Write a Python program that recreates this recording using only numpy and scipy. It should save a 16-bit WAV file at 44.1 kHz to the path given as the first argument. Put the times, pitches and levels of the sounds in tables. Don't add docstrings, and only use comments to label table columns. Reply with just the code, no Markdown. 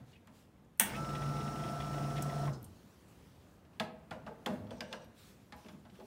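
import sys
import numpy as np
from scipy import signal
from scipy.fft import rfft, irfft
from scipy.io import wavfile
from scipy.ndimage import uniform_filter1d

SR = 44100
rng = np.random.default_rng(int(sys.argv[2]) if len(sys.argv) > 2 else 0)


def unload_wav(signal):
    wavfile.write(
        sys.argv[1],
        SR,
        np.round(np.clip(np.atleast_2d(signal).T, -1, 1) * 32767).astype(np.int16),
    )


def how_loud(loudness_db):
    steps = np.asarray(loudness_db, float) / 20
    return 10 ** steps


N = 267246
T = np.arange(N) / SR

SHAFT_HZ, MAINS_HZ, ROTOR_SLOTS = 28.53, 120, 34
VALVE_S, UP_TO_SPEED_S, POWER_OFF_S = 0.84, 1.0, 2.465
SWITCH_S, SWITCH_DB = 0.7972, -18

# mains sideband step (negative: mains hum itself), level in dB.
SLOT_LINES = [(-4.5, -8), (2, -10), (3, 0.5), (-34, -33)]
# shaft order, level in dB re rumble.
SHAFT_ORDERS = [(2, -11), (7, -9.5), (8, -11.5), (11, -18), (14, -24.5), (15, -18), (18, -16), (20, -18.5),
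                (22, -16), (30, -16)]
# shaft order, level in dB.
VANE_ORDERS = [(23, -10.5), (24, -2), (25, -5.5), (26, -11.5), (27, -16)]
# frequency in Hz, density in dB per Hz.
RUMBLE_SPECTRUM = [(20, -50), (38, -23), (55, -2.5), (100, -6.5), (140, -3.5), (175, -4), (220, -3),
                   (300, -5), (480, -12.5), (680, -11.5), (1000, -14.5), (1450, -18.5), (2200, -47)]
# frequency in Hz, density in dB per Hz.
HISS_SPECTRUM = [(880, -37), (1500, 4), (1710, -2.5), (3250, -6.5), (5440, -9.5), (6180, -9), (9470, -16),
                 (10100, -18), (15000, -18.5), (15700, -17.5), (16500, -20.5)]
# frequency in Hz, level in dB.
PIPE_TONES = [(4082, -75), (4422, -79.5), (4592, -81), (5050, -78), (5249, -73.5), (5336, -80.5),
              (5421, -73), (5453, -77.5), (5483, -79.5), (5593, -80.5), (5650, -75), (5906, -77),
              (6021, -81), (6534, -80), (6966, -77.5), (7180, -78.5), (7768, -82), (9518, -84.5)]
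# centre in Hz, width in Hz, level in dB.
PIPE_RESONANCES = [(1860, 61, -9.5), (5400, 700, -5), (6500, 300, -15.5), (7680, 220, -15.5),
                   (8500, 400, -14), (9100, 150, -16), (9470, 160, -11.5), (10800, 220, -19.5)]
# time in seconds, ease in dB.
FLOW_EASE = [
    (.976, 14.5),
    (1.06, -1),
    (1.52, 0.5),
    (1.555, -3.5),
    (1.65, 2.5),
    (1.7, -3.5),
    (2.116, 2.5),
    (2.22, 1),
    (2.46, 2.5),
]
# start in seconds, peak in dB, pitch in Hz.
DRIPS = [(0.9837, -58, 2200), (1.1489, -34.5, 2500), (1.2192, -40.5, 1900), (1.3373, -45, 1960),
         (1.4002, -44, 2770), (1.4666, -51, 2760), (1.5963, -43, 1910), (1.6363, -38.5, 2010),
         (1.6845, -43, 3250), (1.8018, -36.5, 2450), (1.8687, -49, 1910), (1.9797, -45, 1910),
         (2.1044, -46, 2970), (2.164, -38, 3000), (2.1778, -36, 1850), (2.2917, -40, 1960),
         (2.454, -47.5, 2150)]
# frequency in Hz, level in dB, T60 in seconds.
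TRAY_MODES = [(1910, -4.5, 0.08), (2097, -1, 0.032), (2550, -11, 0.048), (3000, -8.5, 0.032),
              (3360, 0.5, 0.039), (3810, -9, 0.046)]

# frequency in Hz, density in dB per Hz.
SWITCH_SPECTRUM = [(180, -59.5), (300, -28.5), (828, -15.5), (2100, -9.5), (3350, -11.5), (4370, -24),
                   (6100, -6), (7080, -20), (8500, -3.5), (11900, -3.5), (12900, -19), (15200, 0.5),
                   (16000, -17)]
# frequency in Hz, density in dB per Hz.
RATTLE_SPECTRUM = [(240, -45.5), (400, -19.5), (742, -7), (879, -4.5), (1250, -11), (1710, -3),
                   (2020, -12.5), (3370, -9), (4730, -25.5), (8370, -11.5), (16000, -16.5)]
# frequency in Hz, level in dB, T60 in seconds.
ROCKER_MODES = [(1900, -4.5, 0.013), (2500, -9.5, 0.016), (6250, -12.5, 0.018), (8860, -1, .014),
                (9600, -5.5, .018), (10790, 0.5, .015), (11910, 1, 0.011), (13200, -6, .012),
                (13970, -6, 0.014), (15200, -4.5, 0.015)]
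# frequency in Hz, level in dB, T60 in seconds.
FRONT_PANEL_MODES = [(873, -10, 0.15), (1420, -12.5, 0.12), (1800, -13, 0.2), (2170, 2.5, 0.17),
                     (2800, -6, .2), (3300, -8, .2), (6116, -7.5, 0.32), (9100, -9.5, 0.15),
                     (9390, -10, 0.23), (9430, -5, 0.073), (10090, -13.5, 0.46), (10860, -14, 0.13),
                     (11270, -18.5, 0.51), (12500, -11, 0.23), (14060, -7, 0.2057), (15000, -6.5, 0.29),
                     (15370, -10.5, 0.18)]

# start in seconds, crack in dB, crack
# colour in Hz, body in dB, body colour in Hz.
KNOCKS = [(0.2716, -57.5, 3460, -57.5, 1030), (3.7979, -23.5, 3570, -31.5, 670),
          (4.1091, -42.5, 3300, -38, 940), (4.2645, -49, 2800, -41.5, 836), (4.4607, -27, 3400, -31.5, 590),
          (4.7077, -44.5, 3260, -41, 594), (4.8062, -29.5, 4930, -42, 706), (4.9273, -31, 3530, -43, 940),
          (5.523, -40.5, 1710, -48.5, 1000), (5.6843, -46.5, 2290, -54, 960),
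          (5.8504, -57.5, 2000, -56, 790)]
# start in seconds, crack in dB, body in dB, thud in dB.
TOUCHES = [(0.0004, -68, -62, -49), (0.082, -64, -79, -62), (3.6496, -62, -70, -76),
           (3.7314, -64, -72, -71), (4.499, -58.5, -46.5, -33), (4.5595, -58, -78, -43.5),
           (4.6686, -61, -60, -49), (5.0419, -57, -76, -57), (5.6467, -56, -59, -48.5),
           (5.662, -51, -65, -59), (5.7339, -66, -61, -49.5), (5.8975, -57.5, -84, -80),
           (5.9532, -58, -74, -74), (5.9976, -56, -52.5, -51)]
# frequency in Hz, level in dB, T60 in seconds.
SHEET_MODES = [(1644, 16.5, 0.33), (1723, 1, 0.72), (2000, 9, 0.17), (2290, -12, 0.36), (2470, 4, 0.056),
               (2860, 9, 0.28), (3400, 2, 0.035), (4940, 5, 0.19), (5710, -17, 0.21)]
# frequency in Hz, level in dB, T60 in seconds.
BREW_HEAD_MODES = [(424.5, -4.5, 0.9), (507, -2.5, .6), (636.2, 1.5, 0.51), (711, -5.5, .5),
                   (858, -4, 0.41), (1008.4, -10, 0.64), (1233, -4.5, 0.28)]
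# frequency in Hz, level in dB, T60 in seconds.
CABINET_MODES = [(105.3, -7.5, 0.11), (156.6, -8.5, 0.24), (202, -0.5, 0.25), (223.6, 2, 0.22),
                 (255, -6.5, 0.25), (331.6, -10.5, .2)]
# start in seconds, peak in dB, pitch in Hz, ring in seconds.
BUMPS = [(.008, -49.5, 142, 0.065), (4.15, -45, 520, 0.16), (4.285, -45, 463, 0.36),
         (4.5, -40.5, 595, 0.22), (4.57, -49, 102.3, 0.37), (5.73, -48, 200, .07), (2.56, -48, 199, .3),
         (2.6, -51, 90, 0.35), (5.645, -52, 313, 0.16), (5.985, -47, 383, 0.1), (6.02, -54, 408, 0.24)]
# start in seconds, peak in dB, pitch in Hz, ring in seconds.
TICKS = [(2.2223, -33, 7800, 0.038), (2.224, -39, 13500, .02), (2.527, -55, 6170, 0.026),
         (2.532, -49, 5200, 0.17), (2.552, -60.5, 9700, .015), (2.575, -63, 9600, .015),
         (2.6284, -46, 11900, 0.012), (2.6429, -46, 8650, 0.035), (2.644, -49.5, 11480, 0.032),
         (4.668, -60.5, 3350, .03), (4.677, -66, 2800, .03), (4.535, -59, 12000, .02),
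         (5.045, -60, 12400, 0.036), (5.5638, -55, 14500, .03)]
# start in seconds,
# peak in dB, pitch in Hz, ring in seconds.
SQUEAKS = [(.115, -62, 4400, 0.072), (.128, -57.5, 2860, 0.077), (.15, -56.5, 2550, 0.095),
           (4.7, -71, 2620, .2), (3.803, -39, 1580, 0.068), (4.777, -60, 5200, .08), (4.13, -64, 2880, .3),
           (5.69, -58, 3400, .03), (.93, -41, 1800, 0.092), (.945, -39.5, 2550, 0.14),
           (0.89, -41, 2150, .08), (2.474, -38, 1063, 0.027), (2.476, -44.5, 1900, 0.044)]
# start in seconds, peak in dB, pitch in Hz, ring in seconds.
FINGER_TAPS = [(4.461, -42, 7400, .025), (4.462, -45, 11900, .03), (4.474, -52, 7660, .02),
               (4.111, -56.5, 10100, 0.014), (4.7075, -57, 8500, .02), (.272, -61, 13200, 0.0089),
               (.2725, -59, 7460, 0.0072), (.648, -67, 6900, .012), (.775, -57, 11700, 0.022),
               (.787, -62.5, 10870, 0.0086), (.965, -48, 10000, .01)]

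# full level in seconds, end in seconds, level in dB.
LUG_TURNS = [
    (4.71, 4.79, -63),
    (4.82, 4.92, -59.5),
    (4.93, 4.94, -62),
    (4.95, 5.04, -66),
]
# centre in Hz, width in Hz, level in dB.
LUG_RESONANCES = [(520, 120, 11.5), (900, 50, 1), (1460, 75, -17), (2500, 170, -11), (4400, 2800, -2.5),
                  (5720, 190, -7), (8220, 150, -11)]
# full level in seconds, end in seconds, level in dB.
CLOTH_STROKES = [(.088, .11, -72.5), (.272, .28, -89), (.355, .405, -69.5), (2.62, 3.02, -72),
                 (3.09, 3.3, -72), (3.36, 3.56, -76.5), (3.75, 3.76, -77), (4.49, 4.545, -66),
                 (5.19, 5.3, -63.5), (5.4, 5.5, -78), (5.58, 5.72, -69), (5.8, 5.9, -82),
                 (5.955, 6.06, -71)]
# frequency in Hz, density in dB per Hz.
CLOTH_SPECTRUM = [(710, -31), (1200, 3.5), (1420, -0.5), (3400, 2.5), (16000, -7.5)]
# full level in seconds, end in seconds, level in dB.
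ARM_STIRS = [
    (0, .02, -63),
    (2.7, 3.4, -65),
    (4.5, 4.75, -58.5),
    (5.9, 6.06, -67.5),
]
# frequency in Hz, density in dB per Hz.
HUSH_SPECTRUM = [(20, -51.5), (40, -14.5), (55, -3), (85, -2), (125, -5.5), (170, -3.5), (230, -6.5),
                 (384, -13), (607, -17), (1940, -28), (5000, -39), (16000, -44.5)]
# frequency in Hz, T60 in seconds.
KITCHEN_T60 = [(150, 0.91), (600, .7), (2000, 0.47), (6000, 0.27), (14000, 0.22)]


def pump():
    shaft_hz = speed() * (1 + 0.0015 * slow(6))

    def order_hz(k):
        return k * shaft_hz

    def slot_hz(k):
        return np.where(k < 0, MAINS_HZ, ROTOR_SLOTS * shaft_hz + k * MAINS_HZ)

    def pipe_hz(hz):
        return hz * speed() / SHAFT_HZ * (1 + 0.0006 * slow(15))

    drone = tones(order_hz, [(5, -1.1)], 2.16, 22)
    drone = drone + how_loud(-9.5) * evened(band(rng.standard_normal(N), 150, 156))
    rumble = noise(RUMBLE_SPECTRUM, 0.84, size=2048) + tones(order_hz, SHAFT_ORDERS, 2.5, 20)
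    vanes = tones(order_hz, VANE_ORDERS, 2.1, 14)
    whine = tones(slot_hz, SLOT_LINES, 0.23, 26)
    hiss = how_loud(-3.5) * noise(HISS_SPECTRUM, 1.2) + how_loud(-6.5) * resonant(PIPE_RESONANCES)
    hiss = hiss + how_loud(51.5) * tones(pipe_hz, PIPE_TONES, 2.4, 10)

    flow_db = np.interp(T, *np.transpose(FLOW_EASE))
    pressure = np.clip((T - UP_TO_SPEED_S) / (POWER_OFF_S - UP_TO_SPEED_S), 0, 1)
    drone_db = swell(-40.5, 1.06, 199.5, 2.52, 152) + flow_db
    rumble_db = swell(-45, 1.04, 42.5, 2.5, 106) + 0.2 * flow_db
    vanes_db = swell(-58, 0.93, 280, POWER_OFF_S, 340) + 12 * pressure - 0.6 * flow_db
    whine_db = swell(-46, 0.98, 340, POWER_OFF_S, 400) - 5.5 * pressure
    motor = how_loud(drone_db) * drone + how_loud(rumble_db) * rumble + how_loud(vanes_db) * vanes + how_loud(whine_db) * whine
    add(motor, 2.5, how_loud(-55.5) * ring([(1331, 0, 0.55)], 1.6, 0.016, 0.75, detune=0.0081))
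    return motor * (T > VALVE_S) + water() * hiss


def speed():
    bend = 1.8
    spin_up_hz = 328 * np.maximum(UP_TO_SPEED_S - T, 0) ** bend
    coast_hz = 145 * np.maximum(T - POWER_OFF_S, 0) ** bend
    return np.maximum(SHAFT_HZ - (spin_up_hz + coast_hz), 1)


def water():
    gush_db = 7 * np.exp(-abs(T - VALVE_S) / 0.045)
    stream = how_loud(swell(-53.5, 0.96, 50, POWER_OFF_S, 170) + gush_db)
    dribble = how_loud(swell(-70, 6, 50, 2.5, 200))
    return np.hypot(stream, dribble) * (T > VALVE_S)


def spatter():
    drops = how_loud(4.7 * np.minimum(rng.exponential(1, N), 2.5)) * (rng.random(N) < 45 / SR)
    spray = signal.oaconvolve(drops, burst(0.005, 0.0018))[:N]
    return how_loud(-10.5) * water() * evened(band(spray, 1600, 3700))


def drips():
    ring_s = 0.046
    out = how_loud(-5.5) * chirps([(*row, ring_s) for row in DRIPS], 1.5, 0.0078)
    for s, db, hz in DRIPS:
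        add(out, s, how_loud(db - 6) * ring(TRAY_MODES, 5.2, 0.0011, 1.3))
    return out


def switch():
    slips = [(0, -32), (0.002, -8), (0.0028, 2), (0.0036, -4.5), (0.0052, -6.5)]  # (s, dB)
    snap = sum(how_loud(db) * np.roll(burst(0.001, 0.0004), round(s * SR)) for s, db in slips)
    rattle = burst(0.012, 0.004) + how_loud(-10) * burst(0.033)
    head = favour(BREW_HEAD_MODES, 830, 8)
    cabinet = favour(CABINET_MODES, 200, 8)
    out = np.zeros(N)
    add(out, SWITCH_S - 0.002, how_loud(-1) * coloured(snap, SWITCH_SPECTRUM))
    add(out, SWITCH_S + 0.00024, how_loud(-1.5) * ring(ROCKER_MODES, 1.7, 0.00052, 0.35))
    add(out, SWITCH_S + 0.0032, how_loud(-8) * ring(ROCKER_MODES, 2.0, 0.0003, 0.2, detune=0.03))
    add(out, SWITCH_S, how_loud(-13.5) * coloured(rattle, RATTLE_SPECTRUM))
    add(out, SWITCH_S, how_loud(-31) * peaked(band(burst(0.03, 0.0027), 4500, 17000, order=1)))
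    add(out, SWITCH_S, how_loud(-19.5) * ring(FRONT_PANEL_MODES, 2.5, 0.0027, 0.4, detune=0.04))
    add(out, SWITCH_S, how_loud(-33) * ring(head, 1.2, 0.0057, 0.3, detune=0.04))
    add(out, SWITCH_S, how_loud(-27) * ring(cabinet, 2.0, 0.011, 0.9))
    return how_loud(SWITCH_DB + 11) * out


def knocks():
    out, pings = np.zeros((2, N))
    for s, crack_db, crack_hz, body_db, body_hz, thud_db in contacts():
        soft = np.clip((-43.5 - crack_db) / 14, 0, 1)
        crack = burst(0.0048 + 0.0036 * soft, 0.000075 + 0.00086 * soft)
        add(out, s, how_loud(crack_db - 1.5) * peaked(band(crack, 1230, 4270)))
        add(pings, s, how_loud(crack_db - 6.5) * ring([(crack_hz, 0, 0.025)], 2.6, 0.00028, 0.84, detune=0.043))
        sheets = favour(SHEET_MODES, crack_hz, 3)
        add(out, s, how_loud(crack_db - 12) * ring(sheets, 2.7, 0.00063, 0.48, detune=0.0367))
        sparkle = burst(0.0022, 0.0004) + 0.27 * burst(0.0091)
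        sparkle_db = crack_db - 17.5 - 4 * soft + 3.6 * np.log2(crack_hz / 3500)
        add(out, s, how_loud(sparkle_db) * peaked(band(sparkle, 3700, 12000)))
        add(out, s, how_loud(crack_db - 27) * peaked(band(burst(0.035, 0.0039), 1100, 4900, order=1)))
        head = favour(BREW_HEAD_MODES, body_hz, 13)
        add(out, s, how_loud(body_db) * ring(head, 2.4, 0.0035, 0.46, detune=0.025))
        blur = band(burst(0.013, 0.0039), body_hz / 1.28, body_hz * 1.87)
        add(out, s + 0.001973, how_loud(body_db + 1.5) * peaked(blur))
        add(out, s, how_loud(body_db - 13) * peaked(band(burst(0.045, 0.006), 360, 1400, order=1)))
        add(out, s + 0.003, how_loud(thud_db) * ring(CABINET_MODES, 2.6, 0.015, 0.65))
    return out, pings


def contacts():
    crack_hz, body_hz = 2800, 624
    hard = [(*row, row[3] - 2.5) for row in KNOCKS]
    light = [(s, crack_db, crack_hz, body_db, body_hz, thud_db) for s, crack_db, body_db, thud_db in TOUCHES]
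    return sorted(hard + light)


def twist():
    return gestures(LUG_TURNS, 950, 190) * how_loud(-9 + 2.5 * slow(40)) * resonant(LUG_RESONANCES)


def sleeves():
    return gestures(CLOTH_STROKES, 310, 160) * noise(CLOTH_SPECTRUM, 2.2, size=256)


def kitchen(x, count=5):
    taps = np.zeros((count, SR // 2))
    at = np.arange(200, SR // 2 - 20, 20)
    at = at + rng.integers(0, 20, (count, len(at)))
    np.put_along_axis(taps, at, rng.choice([-1., 1.], at.shape), 1)
    hz, t, z = signal.stft(taps, SR, nperseg=256)
    decay_db = -60 * t / read(KITCHEN_T60, hz)[:, None]
    tails = signal.istft(z * how_loud(decay_db), SR, nperseg=256)[1]
    turn = np.floor(T / 0.155).astype(int) % count
    return sum(signal.oaconvolve(x * (turn == k), tail / np.linalg.norm(tail))[:N]
               for k, tail in enumerate(tails))


def hush():
    return np.hypot(how_loud(-63), gestures(ARM_STIRS, 12, 16)) * noise(HUSH_SPECTRUM, 1.3, size=2048)


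def tones(hz, lines, waver_db, rate_hz):
    out = 0
    for k, db in lines:
        gain = how_loud(db + waver_db * slow(rate_hz)) * np.sqrt(2)
        out = out + gain * np.sin(2 * np.pi * (np.cumsum(hz(k)) / SR + rng.random()))
    return out


def noise(spectrum, patchy_db, size=1024):
    hz = np.fft.rfftfreq(size, 1 / SR)
    a, b, patches = rng.standard_normal((N * 4 // size + 5, len(hz), 3)).T
    patches = uniform_filter1d(patches, size // 80, 0)
    patches = evened(uniform_filter1d(patches, 12000 // size, 1))
    z = (a + 1j * b) * how_loud(read(spectrum, hz)[:, None] + patchy_db * patches)
    return evened(signal.istft(z, nperseg=size, noverlap=size * 3 // 4)[1][:N])


def resonant(peaks):
    white = rng.standard_normal(N)
    return sum(how_loud(db) * evened(band(white, hz - width_hz / 2, hz + width_hz / 2)) for hz, width_hz, db in peaks)


def ring(modes, spread_db, rise_s, damping, detune=0.024):
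    hz, db, t60 = np.repeat(modes, 8, axis=0).T[:, :, None]
    gain, off, phase = rng.standard_normal((3, len(hz), 1))
    off = 0.3 * off + np.tile(np.linspace(-1.5, 1.5, 8), len(modes))[:, None]
    size = 16384
    loss_hz = np.log(1000) / np.clip(t60 * damping, 0.004, 0.5) / (2 * np.pi)
    distance_hz = np.fft.rfftfreq(size, 1 / SR) - hz * (1 + detune * off)
    lines = how_loud(db + spread_db * gain) * np.exp(2j * np.pi * phase) / (loss_hz + 1j * distance_hz)
    t = np.arange(size) / SR
    envelope = (1 - np.exp(-t / rise_s)) * np.cos(np.pi / 2 * t / t[-1])
    return peaked(irfft(lines.sum(0), size) * envelope)


def favour(modes, hz, slope_db):
    return [(f, db - slope_db * abs(np.log2(f / hz)), t60) for f, db, t60 in modes]


def chirps(rows, spread, rise_s):
    out = np.zeros(N)
    for s, db, hz, ring_s in rows:
        puff = burst(ring_s / np.log(1000), rise_s)
        core = band(puff, hz / 1.03, hz * 1.03)
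        neighbours = band(puff, hz / spread, hz * spread)
        add(out, s, how_loud(db) * peaked(core + 0.49 * neighbours))
    return out


def burst(decay_s, rise_s=0.00024):
    t = np.arange(SR // 6) / SR
    fade = np.cos(3 * np.pi * t) ** 2
    return rng.standard_normal(len(t)) * (1 - np.exp(-t / rise_s)) * np.exp(-t / decay_s) * fade


def coloured(x, spectrum):
    gain = how_loud(read(spectrum, np.fft.rfftfreq(len(x), 1 / SR)))
    return peaked(irfft(rfft(x) * gain, len(x)))


def swell(db, full_s, rise_db, end_s, fall_db):
    return db - rise_db * np.maximum(full_s - T, 0) - fall_db * np.maximum(T - end_s, 0)


def gestures(rows, rise_db, fall_db):
    return sum(how_loud(swell(db, full_s, rise_db, end_s, fall_db)) for full_s, end_s, db in rows)


def slow(rate_hz):
    knots = rng.standard_normal(int(N / SR * rate_hz) + 3)
    path = np.interp(T * rate_hz, np.arange(len(knots)), knots)
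    return 1.2 * uniform_filter1d(path, int(SR / rate_hz / 2))


def band(x, lo_hz, hi_hz, order=2):
    edges_hz = [lo_hz, min(hi_hz, 0.45 * SR)]
    return signal.sosfilt(signal.butter(order, edges_hz, "band", fs=SR, output="sos"), x)


def read(points, hz):
    f, value = np.transpose(points)
    return np.interp(np.log(hz + 1), np.log(f + 1), value)


def evened(x):
    return x / np.sqrt(np.mean(x ** 2) + 1e-20)


def peaked(x):
    return x / abs(x).max()


def add(mix, s, sound):
    part = mix[round(s * SR):][:len(sound)]
    part += sound[:len(part)]


def scene():
    snap = switch()
    blows, pings = knocks()
    squeaks = chirps(SQUEAKS, 1.32, 0.0068)
    near = blows + chirps(BUMPS, 1.26, 0.0038) + drips()
    near = near + how_loud(-11) * squeaks + chirps(TICKS, 1.32, 0.000092)
    echoes = kitchen(how_loud(-7) * snap + how_loud(-9.5) * near)
    direct = snap + near + pings + how_loud(-2.5) * squeaks + chirps(FINGER_TAPS, 1.3, 0.0003)
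    machine = pump() + spatter() + twist()
    return (direct + echoes + machine + sleeves() + hush())[None]


def band_limit(x):
    return signal.sosfilt(signal.butter(12, 16670, fs=SR, output="sos"), x)


def record(dry):
    x = signal.sosfilt(signal.butter(4, 48, "high", fs=SR, output="sos"), dry)
    low_pass = signal.firwin(1023, 15790, window=("kaiser", 9), fs=SR)
    x = signal.oaconvolve(x, low_pass[None], "same")
    return band_limit(x)


dry = scene()
out = record(dry)
unload_wav(out)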